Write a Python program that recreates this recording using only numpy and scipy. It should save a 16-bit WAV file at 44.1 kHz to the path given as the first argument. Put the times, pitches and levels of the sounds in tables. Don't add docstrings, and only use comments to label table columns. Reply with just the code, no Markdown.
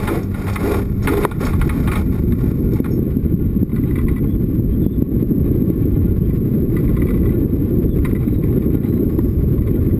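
import sys
import numpy as np
from scipy import signal
from scipy.fft import rfft, irfft, next_fast_len
from scipy.io import wavfile
from scipy.ndimage import map_coordinates

SR = 44100
rng = np.random.default_rng(int(sys.argv[2]) if len(sys.argv) > 2 else 0)


def transcribe(u):
    v = np.clip(np.atleast_2d(u).T, -1, 1)
    q = np.round(v * 32767).astype(np.int16)
    wavfile.write(sys.argv[1], SR, q)


N = 440559
TIME = np.arange(N) / SR

# t/s, wind level/dB, wheel level/dB, boost of the rumble's upper part/dB
TAKE_OFF = [(0, -24.5, -27, 2), (0.35, -29, -29, -1.5), (0.95, -22.5, -24.5, -2), (1.6, -21, -20.5, -3.5),
            (2.4, -22.5, -19, -2), (3.05, -24.5, -18, 2), (3.35, -20, -19.5, -3.5),
            (4.1, -21.5, -17.5, -3.5), (4.7, -21.5, -18.5, -2), (5.4, -22, -17, 2), (6.2, -22, -20.5, 1),
            (6.55, -23.5, -19, 0.5), (7.4, -20.5, -20.5, 5), (8.4, -19, -18.5, 1.5),
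            (8.95, -22.5, -18, 3.5), (9.5, -21.5, -20, 1), (9.99, -22, -17, 3.5)]
# f/Hz, level/dB
WIND_COLOUR = [(12, -25.5), (25, -10), (40, -7), (55, -4), (90, -4.5), (125, -11.5), (200, -25)]
RUMBLE_COLOUR = [(60, -35), (100, -3), (125, -0.5), (200, -1.5), (270, -3.5), (340, -5.5), (400, -11),
                 (480, -20), (600, -31.5), (750, -43), (1100, -48.5), (2000, -71)]
SCRAPE_COLOUR = [(400, 18.5), (600, 12), (1000, 0.5), (1600, -24), (2300, 2), (2900, -23), (3700, -16),
                 (4800, -10.5), (5500, -10.5), (6000, -18)]
RUSH_COLOUR = [(500, 4), (750, 2), (930, -4.5), (1100, 10), (1300, 0.5), (1600, -0.5), (2100, 0),
               (2450, -4), (2800, -10.5), (3750, -10.5), (4200, -17), (5200, -15.5), (6000, -42)]
# f/Hz, width/Hz, level/dB
STRAP_MODES = [(859, 112, 3.5), (1097, 180, 4.5), (1242, 49, 0.5), (1405, 88, 5), (1846, 410, -3),
               (1953, 68, -4.5), (2045, 210, -4), (2152, 210, -4.5), (2338, 89, -5), (3250, 160, -14),
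               (3650, 420, -11.5), (4540, 290, -20), (5120, 640, -28.5), (5425, 63, -11.5)]
SKIN_MODES = [(267.7, 31, -3), (327.8, 26, -0.5), (408.4, 31.4, -1.5), (437, 42, -6), (576, 116, -19),
              (668, 120, -24)]
GRAVEL_MODES = [(3730, 1200, 3), (4430, 330, 8), (5330, 480, 12)]
KNOCK_MODES = [(396, 91, 16.5), (990, 160, 7), (1000, 490, -5), (1880, 160, 1), (3620, 720, -16)]
SHELL_MODES = [(817, 80, 3), (1090, 110, 1), (1420, 27, 4), (1749, 26, 0.5), (2083, 110, -8),
               (2265, 490, -9), (3130, 200, -15.5), (3815, 140, -13)]
FITTING_MODES = [(1070, 128, 2), (1171, 130, -3.5), (1336, 80, -4), (1417, 88, -6.5), (1994, 54, 0.5),
                 (2050, 310, -1), (2280, 90, -6.5), (3415, 130, -15), (3795, 150, -15.5), (4260, 1400, -26)]
# t/s, length/s, level/dB
SKID_DRAGS = [(0.0, 0.16, -33.5), (0.365, 0.089, -39), (0.475, 0.035, -34), (0.59, 0.03, -35.5),
              (0.635, 0.12, -31), (1.04, 0.23, -34), (1.415, 0.074, -33), (1.55, 0.42, -41),
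              (1.92, 0.077, -37.5), (2.13, 0.027, -41), (2.38, 0.14, -45), (2.73, 0.04, -41)]
# t/s, length/s, level/dB
SKIN_DRUMS = [(0.11, 0.059, -19), (0.64, 0.11, -17.5), (1.075, 0.19, -20)]
# t/s, level/dB, decay/s
SKID_CLACKS = [(0.076, -15.5, 0.013), (0.3441, -25.5, 0.0058), (0.4832, -22, 0.0031),
               (0.5594, -13.5, 0.0052), (1.0739, -8.5, 0.015), (1.1343, -19, 0.017), (1.1713, -19, 0.007),
               (1.2336, -18.5, 0.018), (1.3137, -12, 0.0033), (1.5339, -22.5, 0.006),
               (1.6152, -14.5, 0.0064), (1.694, -17, 0.007), (1.875, -15, 0.0075), (1.917, -18.5, 0.011),
               (1.934, -19.5, 0.0064), (1.956, -17.5, 0.011), (2.323, -26.5, 0.0055), (2.7607, -25, 0.007),
               (2.8439, -20, 0.0052), (2.858, -20.5, 0.0054)]
# t/s, level/dB, decay/s
GRIT_CRUNCHES = [(.232, -44, 0.0087), (.535, -38.5, 0.014), (1.03, -41, 0.017), (1.409, -41, 0.009),
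                 (1.452, -34, 0.0089), (2.736, -42.5, 0.0032)]
# t/s, level/dB
WING_KNOCKS = [(1.2502, 3), (9.19, -18.5)]
# t/s, level/dB
SIDE_RUMBLE = [(0, -79), (0.7, -64), (1.25, -35), (1.5, -51), (3, -53.5), (4.2, -56), (5.5, -77.5),
               (9.99, -85.5)]
# t/s, level/dB, f/Hz of the thud
WHEEL_BUMPS = [(2.239, -3.5, 150), (2.803, 0, 217), (3.170, 0, 197), (3.343, -2.5, 157), (3.632, 1.5, 181),
               (3.981, -3.5, 199), (4.865, -0.5, 216), (5.024, 2.5, 167), (5.227, -7, 299),
               (5.624, -0.5, 176), (5.701, -3, 280), (5.856, -7.5, 300), (7.787, -3.5, 218),
               (8.133, -1.5, 197), (8.752, -6.5, 256), (9.188, -5, 337)]
# t/s, level/dB
RUSH_LEVEL = [(2.95, -45), (3.25, -53), (4.5, -51.5), (6.0, -50), (9.99, -50.5)]
# t/s, length/s, level/dB at the middle
CHATTER_SPELLS = [(3.688, 0.59, -29.5), (6.683, 0.66, -30.5), (7.971, 0.33, -27.5), (8.379, 0.61, -33.5),
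                  (9.541, 0.59, -34)]
# t/s, level/dB
FITTING_BLOWS = [(3.7183, -32), (3.7784, -33), (3.9563, -23), (3.9853, -22.5), (4.0847, -17.5),
                 (4.1633, -24.5), (6.305, -33.5), (6.766, -22.5), (6.892, -28.5), (6.967, -24.5),
                 (7.0203, -20.5), (7.0864, -25.5), (7.1412, -28.5), (7.2568, -27.5), (8.049, -18),
                 (8.1518, -20.5), (8.4383, -29.5), (9.673, -29)]
# t/s, length/s, f/Hz, level/dB
WHISTLES = [(4.263, 0.11, 3360, -58), (4.688, .08, 3200, -62), (4.784, 0.22, 3430, -53),
            (6.21, .07, 3120, -58), (7.88, 0.085, 3480, -54), (8.223, 0.21, 3770, -58),
            (8.798, 0.25, 3890, -60.5), (9.003, 0.42, 5120, -67.5)]


def from_db(db):
    return 10 ** (np.asarray(db) / 20)


def rms_one(x):
    return x / np.sqrt(np.mean(x ** 2) + 1e-20)


def in_time(rows):
    times, *columns = np.transpose(rows)
    return [np.interp(TIME, times, column) for column in columns]


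def cut(x, hz, kind, order=2):
    return signal.sosfilt(signal.butter(order, hz, kind, fs=SR, output="sos"), x + 1e-18)


def noise(colour):
    hz, db = np.transpose(colour)
    size = next_fast_len(N)
    f = np.maximum(np.arange(size // 2 + 1) * SR / size, 1)
    gain = from_db(np.interp(np.log(f), np.log(hz), db, left=-np.inf, right=-np.inf))
    return rms_one(irfft(rfft(rng.standard_normal(size)) * gain, size)[:N])


def drift(hz):
    points = rng.standard_normal(8192)
    return rms_one(map_coordinates(points, [TIME * hz * 2], order=3, mode="wrap"))


def ring(x, modes):
    out = 0
    for hz, width, db in modes:
        r = np.exp(-np.pi * width / SR)
        gain = (1 - r * r) / 2
        resonator = [gain, 0, -gain, 1, -2 * r * np.cos(2 * np.pi * hz / SR), r * r]
        out = out + from_db(db) * signal.sosfilt([resonator, resonator], x + 1e-18)
    return out


def grains(per_s, spread_db):
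    sizes = from_db(spread_db * np.minimum(rng.exponential(1, N), 4)) * rng.choice([-1, 1], N)
    return sizes * (rng.random(N) < per_s / SR)


def add(track, s, sound, peak_db):
    room = track[int(s * SR):][:len(sound)]
    room += (from_db(peak_db) * sound / np.abs(sound).max())[:len(room)]


def presses(rows, rise_db_per_s, fall_db_per_s):
    level = -np.inf
    for s, length, db in rows:
        drop_db = np.maximum(rise_db_per_s * (s - TIME), fall_db_per_s * (TIME - s - length))
        level = np.maximum(level, db - np.maximum(drop_db, 0))
    return from_db(level)


def flurries(blows, modes, gain_db, first, tail, tail_s, soft_hz):
    out, t = np.zeros(N), TIME[:SR // 8]
    for (s, db, decay_s), chance in zip(blows, rng.standard_normal((len(blows), len(t)))):
        dying = np.exp(-t / decay_s) + tail * np.exp(-t / tail_s)
        contacts = first * (t == 0) + chance * dying
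        struck = [(hz, width, level + 2 * luck) for (hz, width, level), luck in zip(modes, chance[::-1])]
        add(out, s - .002, cut(ring(contacts, struck), soft_hz, "low", order=4), db + gain_db)
    return out


def lifted(lift_s=2.99, takes_s=0.11):
    return np.clip(.5 + (TIME - lift_s) / takes_s, 0, 1)


def wind_and_wheel(wind_db=3, wheel_db=1.5, split_hz=290, lumpy_db=2, gust_db=1.35, patchy_db=0.5):
    buffet_db, rolling_db, bright_db = in_time(TAKE_OFF)
    rumble = noise(RUMBLE_COLOUR) * from_db(lumpy_db * drift(35) + patchy_db * drift(4))
    deep = signal.sosfiltfilt(signal.butter(3, split_hz, fs=SR, output="sos"), rumble)
    wheel = deep + from_db(bright_db) * (rumble - deep)
    wind = from_db(buffet_db + wind_db + gust_db * drift(3.1)) * noise(WIND_COLOUR)
    return wind + from_db(rolling_db + wheel_db) * wheel


def tow_plane(hz=99.9, note_db=-23, octave_db=-25.5, waver=0.0061):
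    phase = 2 * np.pi * np.cumsum(hz * (1 + waver * drift(3.7))) / SR
    fade = np.interp(TIME, [0, .6, 1.05, 1.6], [0.62, 1, 1, .22])
    return fade * (from_db(note_db) * np.sin(phase) + from_db(octave_db) * np.sin(2 * phase))


def skid_scrape(ring_db=1, hiss_db=0.5, drum_db=2, skin_db=3, judder_db=2, graze_db=-50.5, soft_hz=5000):
    drags = presses(SKID_DRAGS, rise_db_per_s=548, fall_db_per_s=151)
    contact = np.maximum(drags, from_db(graze_db))
    drum = from_db(drum_db) * presses(SKIN_DRUMS, rise_db_per_s=400, fall_db_per_s=170)
    catches = grains(per_s=1800, spread_db=2.5)
    strap = from_db(ring_db) * rms_one(ring(cut(catches, soft_hz, "low"), STRAP_MODES))
    hiss = from_db(hiss_db) * noise(SCRAPE_COLOUR)
    scraping = (strap + hiss) * contact * from_db(judder_db * drift(45))
    skin = rms_one(ring(rng.standard_normal(N), SKIN_MODES))
    drumming = np.maximum(drum, from_db(skin_db) * contact) * skin
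    return (scraping + drumming) * (1 - lifted())


def skid_clacks():
    return flurries(SKID_CLACKS, STRAP_MODES, gain_db=0.5,
                    first=1.8, tail=0.12, tail_s=0.038, soft_hz=4460)


def grit_crunches():
    return flurries(GRIT_CRUNCHES, GRAVEL_MODES, gain_db=4.5,
                    first=1.5, tail=0.14, tail_s=0.031, soft_hz=7000)


def wing_knocks(soft_hz=1700):
    out, click = np.zeros(N), signal.unit_impulse(SR // 10)
    for s, db in WING_KNOCKS:
        add(out, s, ring(cut(click, soft_hz, "low", order=1), KNOCK_MODES), db)
    return out


def wheel_bumps(width_hz=200, soft_hz=310, tick_db=-33, tick_db_per_octave=10):
    out, click = np.zeros(N), signal.unit_impulse(SR // 10)
    push = cut(click, soft_hz, "low", order=4)
    tick = cut(click, [1200, 4200], "band", order=1)
    for s, db, hz in WHEEL_BUMPS:
        add(out, s - .003, ring(push, [(hz, width_hz, 0)]), db)
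        add(out, s, tick, db + tick_db + tick_db_per_octave * np.log2(hz / width_hz))
    return out


def strap_ping(s=2.908, peak_db=-49, decay_s=0.028, rise_s=0.01):
    out, t = np.zeros(N), TIME[:SR // 4]
    tone = np.sin(2 * np.pi * STRAP_MODES[-1][0] * t)
    add(out, s, tone * np.exp(-t / decay_s) * (1 - np.exp(-t / rise_s)), peak_db)
    return out


def air_and_grit(air_db=-1, ticks_db=-3, flutter_db=2.5, shake_db=-21.5):
    steady_db, = in_time(RUSH_LEVEL)
    middles = [(s + length / 4, length / 2, db + shake_db) for s, length, db in CHATTER_SPELLS]
    shaking = presses(middles, rise_db_per_s=80, fall_db_per_s=60)
    jolts = grains(per_s=580, spread_db=0) * from_db(5.15 * drift(12))
    ticks = from_db(ticks_db) * rms_one(ring(jolts, SHELL_MODES))
    air = noise(RUSH_COLOUR) * from_db(air_db + flutter_db * drift(30))
    return np.hypot(from_db(steady_db), shaking) * (air + ticks) * lifted()


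def loose_fitting(taps_per_s=17, jitter=0.2, spread_db=2.5, edge_db=-2, blow_s=0.0064, tap_s=0.0028):
    hits = [(s, db, blow_s) for s, db in FITTING_BLOWS]
    for s, length, db in CHATTER_SPELLS:
        for k, (late, luck) in enumerate(rng.standard_normal((32, 2))):
            place = (k + .5 + jitter * late) / (taps_per_s * length)
            if place < 1:
                tap_db = db + edge_db * (2 * place - 1) ** 2 + spread_db * luck
                hits.append((s + place * length, tap_db, tap_s))
    return flurries(hits, FITTING_MODES, gain_db=-2, first=2.5, tail=0.077, tail_s=0.026, soft_hz=4430)


def whistles(flutter_hz=80, wobble=0.025, pure=.2):
    out = np.zeros(N)
    flutter = rms_one(pure + rms_one(cut(rng.standard_normal(N), flutter_hz, "low")))
    clock = np.cumsum(1 + wobble * drift(13)) / SR
    for s, length, hz, db in WHISTLES:
        span = slice(int(s * SR), int((s + length) * SR))
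        tone = np.sin(2 * np.pi * hz * clock[span]) * flutter[span]
        out[span] += from_db(db) * tone * signal.windows.tukey(len(tone))
    return out


def scene(treble_width_db=-28, knock_width_db=-14):
    low = wind_and_wheel() + tow_plane() + wheel_bumps()
    side_db, = in_time(SIDE_RUMBLE)
    side_rumble = from_db(side_db) * noise([(20, 0), (100, -2), (300, -13), (550, -19), (900, -24)])
    high = skid_scrape() + strap_ping() + air_and_grit() + whistles()
    high += skid_clacks() + grit_crunches() + loose_fitting()
    knocks = wing_knocks()
    wide = from_db(treble_width_db) * cut(high, 550, "high") + from_db(knock_width_db) * knocks
    side = side_rumble + np.roll(wide, SR // 500)
    fade_out = np.minimum((TIME[-1] - TIME) / .006, 1)
    return (low + high + knocks + np.array([side, -side])) * fade_out


def limiter(x, ceiling_db=-7.5, release_db_per_s=75, attack_s=0.0016):
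    over_db = np.maximum(20 * np.log10(np.abs(x).max(axis=0) + 1e-9) - ceiling_db, 0)
    held_db = np.maximum.accumulate(over_db + release_db_per_s * TIME) - release_db_per_s * TIME
    smooth = np.exp(-1 / (attack_s * SR))
    return x * from_db(-signal.lfilter([1 - smooth], [1, -smooth], held_db))


def record(dry, sampling_hz=12000, top_hz=15400, hiss_db=-70):
    x = limiter(dry)
    x = x / (1 + x ** 6) ** (1 / 6)
    x = cut(x, 5650, "low", order=12)
    steps = np.diff(x, prepend=0) * 2 * np.cos(2 * np.pi * sampling_hz * TIME)
    fizz = cut(np.cumsum(steps, axis=1), 4500, "high", order=4)
    hiss = np.array([noise([(200, -32), (1500, 5.5), (5000, 1), (15000, -17)]) for side in "LR"])
    treble_cut = signal.ellip(10, .2, 80, top_hz, fs=SR, output="sos")
    return signal.sosfilt(treble_cut, x + fizz + from_db(hiss_db) * hiss)


dry = scene()
out = record(dry)
transcribe(out)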